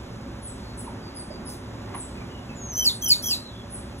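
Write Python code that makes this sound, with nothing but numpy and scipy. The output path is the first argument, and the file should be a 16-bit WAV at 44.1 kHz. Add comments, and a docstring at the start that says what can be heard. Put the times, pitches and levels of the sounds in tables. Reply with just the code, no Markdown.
"""Among trees by the sea, a funicular car rumbles slowly past, humming and knocking softly now and then.
Leaves rustle and twigs brush the car. A small bird chips high in the foliage and another whistles far
off, both washed in echo. Close by, a bird gives a thin whistle and three sharp, down-slurred calls
with both sides of its syrinx: a raspy, fluttering upper voice and a clear lower one mix into sum tones."""
import sys
import numpy as np
from scipy import signal
from scipy.fft import rfft, irfft, next_fast_len
from scipy.io import wavfile
from scipy.ndimage import map_coordinates

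SR = 44100
rng = np.random.default_rng(int(sys.argv[2]) if len(sys.argv) > 2 else 0)


def store_wav(level_fs):
    """Save 16-bit WAV to argv[1]."""
    pcm = np.round(np.clip(np.atleast_2d(level_fs), -1, 1) * 32767)
    wavfile.write(sys.argv[1], SR, pcm.T.astype(np.int16))


N = 176400

# colour of the rolling car (frequency [Hz], relative level [dB])
RUMBLE_SPECTRUM = [(12, -52), (20, -18), (32, -13), (52, -5.5), (85, -6.5), (109, 0), (146, -8), (249, -3),
                   (313, -12.5), (354, -7.5), (473, -17), (558, -13), (632, -17.5), (917, -17),
                   (1780, -24.5), (2800, -30), (3640, -65), (6160, -120)]
# level rides of the rumble and the hum (time [s], relative level [dB])
RUMBLE_RIDE = [(0.0, -39.5), (2.02, -38), (3.5, -40), (3.97, -39), (4.0, -43)]
HUM_RIDE = [(0, 6), (.55, 0.5), (.9, -1.5), (1.9, 0.5), (2.3, -0.5), (2.6, 4.5), (3.1, -4.5), (3.6, 3),
            (4, 4.5)]
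# tones of the running gear (pitch [Hz], relative level [dB])
HUM_TONES = [(64.6, -47.5), (113.0, -51), (570.6, -59.5)]
# colours of the leaves, the twigs and the near bird's hiss (frequency [Hz], relative level [dB])
LEAF_SPECTRUM = [(1800, -14), (3200, 1.5), (4500, -1), (6000, -4.5), (7500, -7), (8800, -12), (10000, -10),
                 (11500, -17), (13300, -15.5), (15000, -25)]
TWIG_SPECTRUM = [(2000, -26), (4500, 5), (9000, -2), (13000, -1), (15500, -6)]
RASP_SPECTRUM = [(2000, -22), (4000, -9), (7000, -2), (11000, 0), (13000, -7), (15000, -1)]
# the small bird's chips (time [s], length [s], start pitch [Hz], end pitch [Hz],
# relative end level [dB], bend [1 = straight], swell [dB])
CHIPS = [(0.417, 0.067, 10240, 7570, -40, 1.88, 10.5), (0.769, 0.041, 9920, 10720, -46.5, 0.85, 3),
         (0.771, .026, 8560, 7900, -47, 0.95, -3), (1.145, 0.058, 9960, 7950, -40.5, 2.1, 7),
         (1.45, 0.046, 10900, 8140, -43.5, 1.04, 4), (1.939, 0.075, 10070, 7480, -40, 2.4, 8.5),
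         (2.898, 0.063, 9900, 7650, -43, 2.1, 5), (3.695, 0.064, 9860, 7230, -37.5, 6.1, 15.5),
         (3.978, 0.043, 10840, 8500, -50, 1.6, 3.5)]
# far whistles (time [s], length [s], start pitch [Hz], end pitch [Hz], relative level [dB])
WHISTLES = [(0.625, 0.12, 4390, 4250, -59.5), (1.014, 0.095, 4830, 4450, -56),
            (1.149, .07, 4980, 4500, -51), (1.293, 0.071, 4900, 4570, -55),
            (1.457, 0.042, 5060, 4900, -50.5), (2.139, .08, 2510, 2270, -56.5),
            (2.288, 0.1, 2930, 2820, -56.5), (2.48, 0.049, 2640, 2520, -54), (3.394, 0.1, 4130, 3890, -51),
            (3.489, 0.13, 3490, 3330, -55.5)]
# twig strokes on the car (time [s], length [s], relative level [dB])
BRUSHES = [(.777, 0.071, -51), (1.478, 0.092, -45)]
# panel knocks (time [s], centre [Hz], width [Hz], relative level [dB], t60 [s], rise [s])
KNOCKS = [(.861, 937, 101, -32.5, 0.19, .008), (1.302, 544, 130, -30.5, 0.11, 0.0038),
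          (1.94, 1030, 450, -34.5, 0.21, 0.0035), (1.94, 2130, 1500, -35.5, 0.12, 0.0027)]
# thin whistle into the first call (time [s], pitch [Hz], level [dB])
LEAD_IN = [(2.554, 7280, -53.5), (2.6, 6670, -46.5), (2.63, 6500, -41.5), (2.655, 6535, -43.5),
           (2.675, 6380, -45.5), (2.72, 6400, -37.5)]
# the near bird's calls, with relative levels
# (time [s], upper pitch [Hz], upper voice [dB], lower voice [dB], overtones [dB])
CALL_1 = [(2.717, 6160, -35, -58, -52), (2.744, 5780, -35.5, -67, -42), (2.768, 6060, -25.5, -48, -36),
          (2.78, 6150, -24.5, -38, -27), (2.801, 5933, -23.5, -35.5, -29.5), (2.833, 5980, -25.5, -27, -28),
          (2.848, 5430, -24.5, -39, -29.5), (2.867, 4480, -13.5, -39, -25), (2.879, 4405, -13, -40, -27),
          (2.894, 3840, -17.5, -44, -32), (2.906, 3280, -29, -44, -33)]
CALL_2 = [(3.012, 6000, -43, -61, -50), (3.026, 6060, -29.5, -38, -31), (3.039, 6210, -36, -28, -26),
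          (3.056, 5960, -31, -33, -26), (3.061, 5875, -18, -35.5, -26), (3.077, 5866, -32, -29.5, -31),
          (3.092, 5300, -28, -34.5, -21.5), (3.106, 4810, -8, -39, -26.5), (3.114, 4465, -15, -29, -22.5),
          (3.126, 4340, -9, -42, -24), (3.137, 3800, -23, -33, -36.5), (3.148, 3600, -28, -45, -47)]
CALL_3 = [(3.222, 5480, -44, -73, -40), (3.229, 5470, -34, -62, -24.5), (3.24, 5926, -36.5, -32.5, -31.5),
          (3.268, 5974, -28, -36, -23.5), (3.291, 5630, -29.5, -30, -28.5), (3.302, 5180, -26, -41, -25),
          (3.312, 4780, -16.5, -32, -32), (3.323, 4530, -20, -34, -32), (3.34, 4070, -21, -43, -34),
          (3.356, 3760, -34, -46, -42)]
# flutter of the upper membrane in each call (rate [Hz], relative depth [0-1])
FLUTTER = [(240, .35), (330, 0.62), (520, .8)]
# harmonics and sum tones of the two voices (upper pitch [multiple], lower pitch [multiple])
OVERTONES = [(1, 1), (2, 0), (2, 1), (3, 0)]
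# balance of those overtones (relative level [dB])
OVERTONE_BALANCE = [-9, -5.5, -16, -11]
# tail from the car and trees (frequency [Hz], t60 [s])
ECHO_DECAY = [(1000, 0.41), (4000, 0.21), (9000, 0.35), (15000, 0.17)]
# stereo width (frequency [Hz], left-right likeness [0-1])
STEREO_LIKENESS = [(60, 1), (130, 1), (250, 0.97), (500, 0.69), (1000, 0.49), (2200, 0.39), (4500, 1),
                   (7000, 1), (15000, 0.87)]
# stereo balance (frequency [Hz], left over right [dB])
STEREO_LEAN = [(60, -0.6), (250, -0.5), (500, -3.5), (1000, -2.1), (2000, -1.5), (4000, 0)]
# phase between the microphone ports (frequency [Hz], left lead [rad])
PORT_PHASE = [(0, 0), (1400, 0), (2400, 2), (3500, 1.7), (4700, 3.14), (6600, 6.2), (7400, 6.6),
              (8700, 9.3), (9400, 9.6), (10300, 11.7), (11400, 12.9), (12900, 15.6), (13600, 15.8),
              (14700, 18.8), (16000, 18.85)]

LOWER_HZ, PIVOT_HZ = [3097, 3157, 3320], 5936  # each call's lower voice when the upper is at the pivot
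JITTER, JITTER_RATE_HZ, SHIMMER_DB = .0045, 600, 2
NEAR_WET_DB, FAR_WET_DB, WALLS_DB = -4.5, 4.5, -11  # reverb sends


def amp(db):
    """Decibels to gain."""
    return 10 ** (np.asarray(db) / 20)


def unit(x):
    """Scaled to rms 1."""
    return x / np.sqrt(np.mean(x ** 2) + 1e-20)


def along(points, hz):
    """Read (frequency, value) points on a log axis."""
    f, v = np.transpose(points)
    return np.interp(np.log(hz + 1), np.log(f + 1), v)


def clock():
    """Time of each sample."""
    return np.arange(N) / SR


def curves(rows):
    """An automation curve for each column after the time."""
    times, *columns = np.transpose(rows)
    return [np.interp(clock(), times, column) for column in columns]


def gate(start, end, edge_s):
    """Open from start to end, with linear fades."""
    return np.clip(np.minimum(clock() - start, end - clock()) / edge_s, 0, 1)


def wobble(rate):
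    """A smooth random modulator, rate knots a second."""
    return map_coordinates(rng.standard_normal(int(N * rate / SR) + 4), [clock() * rate])


def turns(hz):
    """Running phase of a pitch curve, in radians."""
    return 2 * np.pi * np.cumsum(hz) / SR


def filtered(x, response):
    """Shape x with a frequency response."""
    size = next_fast_len(N + SR // 2)
    return irfft(rfft(x, size) * response(np.fft.rfftfreq(size, 1 / SR)), size)[..., :N]


def ports(pair):
    """Two unrelated signals become left and right, as alike as the microphone ports hear them."""
    def mid_side_gains(hz):
        angle = np.arccos(np.clip(along(STEREO_LIKENESS, hz), -1, .999)) / 2
        return np.array([np.cos(angle), np.sin(angle)])
    mid, side = filtered(pair, mid_side_gains)
    return np.array([mid + side, mid - side])


def noise_bed(spectrum):
    """Coloured stereo noise of rms 1."""
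    return unit(ports(filtered(rng.standard_normal((2, N)), lambda hz: amp(along(spectrum, hz)))))


def car():
    """The low bed: rolling rumble and the wavering hum of the running gear."""
    rumble_db, = curves(RUMBLE_RIDE)
    hum_db, = curves(HUM_RIDE)
    hum = 0
    for hz, db in HUM_TONES:
        gain = np.sqrt(2) * amp(db + hum_db - 1.5 - 2.5 * wobble(7.1))
        hum += gain * np.sin(turns(hz + 1.55 * wobble(10)))
    return amp(rumble_db + .5 + .5 * wobble(8.8)) * noise_bed(RUMBLE_SPECTRUM) + hum


def leaves(level_db=-53.5, sway_db=.7):
    """The airy bed: a steady, gently swaying rustle."""
    return amp(level_db + sway_db * wobble(3.76)) * noise_bed(LEAF_SPECTRUM)


def slide(start, length, start_hz, end_hz, db, bend, swell_db, waver, edge_s):
    """A short, unsteady bird note; with a bend above 1 its glide speeds up toward the end."""
    progress = np.clip((clock() - start) / length, 0, 1)
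    hz = start_hz + (end_hz - start_hz) * progress ** bend
    envelope = amp(db + swell_db * (progress - 1)) * gate(start, start + length, edge_s)
    return np.sqrt(2) * envelope * np.sin(turns(hz * waver))


def echo(x):
    """Diffuse tail from the car and trees; the very top dies first."""
    hz, age, noise = signal.stft(rng.standard_normal((2, SR // 2)), SR, nperseg=256)
    decay = amp(-60 * age / along(ECHO_DECAY, hz)[:, None])
    tail = signal.istft(noise * decay, SR, nperseg=256)[1]
    return signal.fftconvolve(x[None], tail / np.linalg.norm(tail[0]), axes=1)[:, :N]


def far_birds(chip_dry_db=-8, whistle_dry_db=-17):
    """Scratchy chips and soft whistles, heard mostly through their echo."""
    scratch = 1 + .02 * wobble(1500)
    waver = 1 + .024 * wobble(900)
    chips = sum(slide(*row, waver=scratch, edge_s=.0055) for row in CHIPS) * amp(1.9 * wobble(200))
    whistles = sum(slide(*row, bend=1.62, swell_db=0, waver=waver, edge_s=.0071) for row in WHISTLES)
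    direct = amp(chip_dry_db) * chips + amp(whistle_dry_db) * whistles
    return direct + amp(FAR_WET_DB) * ports(echo(chips + whistles))


def twigs(fade_db=6):
    """Twigs catch on the car and scrape past in grainy, fading strokes."""
    strokes = 0
    for start, length, db in BRUSHES:
        progress = np.clip((clock() - start) / length, 0, 1)
        strokes += amp(db - fade_db * progress) * gate(start, start + length, .023)
    scrapes = strokes * amp(2.2 * wobble(400)) * noise_bed(TWIG_SPECTRUM)
    return scrapes + amp(NEAR_WET_DB) * ports(echo(scrapes[0]))


def knocks():
    """Soft jolts shake a panel of the car briefly."""
    out = np.zeros((2, N))
    for start, hz, width, db, t60, rise in KNOCKS:
        age = np.maximum(clock() - start, 0)
        envelope = amp(db - 60 * age / t60) * (1 - np.exp(-age / rise))
        noise = rng.standard_normal((3, N))
        ring = unit(filtered(noise, lambda f: 1 / (1 + (2 * (f - hz) / width) ** 2)))
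        centre, sides = ring[2], ring[:2]
        out += envelope * (.84 * centre + .5 * sides)
    return out


def lead_in():
    """The near bird's thin whistle sags in pitch as it swells into the first call."""
    hz, db = curves(LEAD_IN)
    envelope = amp(db) * gate(LEAD_IN[0][0], LEAD_IN[-1][0], .0035)
    return np.sqrt(2) * envelope * np.sin(turns(hz * (1 + .0061 * wobble(430))))


def walls(x, count=20, spread_s=.015):
    """Early reflections off the car's walls, different at each ear."""
    delays = rng.uniform(.1, 1, (2, count)) * spread_s
    gains = rng.standard_normal((2, count))
    out = np.zeros((2, N))
    for ear in range(2):
        for delay, gain in zip(delays[ear], gains[ear] / np.linalg.norm(gains[ear])):
            out[ear] += gain * np.pad(x, (int(delay * SR), 0))[:N]
    return out


def frayed(phase, fray, rate_hz=800):
    """A tone roughened by a skirt of turbulence."""
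    tone = (1 + fray * wobble(rate_hz)) * np.sin(phase) + fray * wobble(rate_hz) * np.cos(phase)
    return tone / np.sqrt(1 + 2 * fray ** 2)


def call(rows, lower_hz, flutter):
    """Both sides of the syrinx slide down together; the flutter eases, the lower falters, hiss rises."""
    hz, upper_db, lower_db, overtone_db = curves(rows)
    flutter_hz, depth = flutter
    slur = np.clip((PIVOT_HZ - hz) / 1200, .12, 1)  # grows as the pitch dives
    unrest = 1 - .58 * slur
    swing = depth * unrest
    flutter_phase = turns(flutter_hz * (1 + .2245 * wobble(200)))
    upper_phase = turns(hz * (1 + JITTER * wobble(JITTER_RATE_HZ))) + .25 * swing * np.sin(flutter_phase)
    lower_pitch = lower_hz * (hz / PIVOT_HZ) ** .81
    lower_phase = turns(lower_pitch * (1 + JITTER * 3 * slur * wobble(JITTER_RATE_HZ)))
    falter_db = 6.5 * slur * (wobble(200) - 1)
    coupling = np.minimum(amp(lower_db + 44), 1)  # sum tones fade when the lower voice is weak
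    overtones = 0
    for (n_upper, n_lower), db in zip(OVERTONES, OVERTONE_BALANCE):
        gain = amp(db + SHIMMER_DB * wobble(150)) * coupling ** n_lower
        overtones += gain * frayed(n_upper * upper_phase + n_lower * lower_phase, fray=.6)
    upper = amp(upper_db - 3) * frayed(upper_phase, fray=.33 * unrest) + amp(overtone_db - 3) * overtones
    lower = amp(lower_db - 2.5 + falter_db) * np.sin(lower_phase)
    tones = (1 + swing * np.cos(flutter_phase)) * upper + lower
    rasp = unit(filtered(rng.standard_normal(N), lambda f: amp(along(RASP_SPECTRUM, f))))
    hiss = slur * amp(overtone_db - 7.5) * rasp
    envelope = gate(rows[0][0], rows[-1][0], .0024) * amp(SHIMMER_DB * wobble(220))
    return envelope * (np.sqrt(2) * tones + hiss)


def near_bird():
    """The foreground: the whistle and three calls, with early reflections and a tail."""
    voice = lead_in() + sum(call(*each) for each in zip([CALL_1, CALL_2, CALL_3], LOWER_HZ, FLUTTER))
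    return voice + ports(amp(WALLS_DB) * walls(voice) + amp(NEAR_WET_DB) * echo(voice))


def scene():
    """Birds over the car and the foliage."""
    return near_bird() + far_birds() + car() + knocks() + twigs() + leaves()


def record(dry, top_hz=15600):
    """The two microphone ports differ in level and phase; a steep low-pass shuts off the top."""
    def response(hz):
        halves = np.array([[.5], [-.5]])
        balance = amp(halves * along(STEREO_LEAN, hz))
        phase = halves * np.interp(hz, *np.transpose(PORT_PHASE))
        return balance * np.exp(1j * phase) / (1 + (hz / top_hz) ** 100)
    return filtered(dry, response)


dry = scene()
out = record(dry)
store_wav(out)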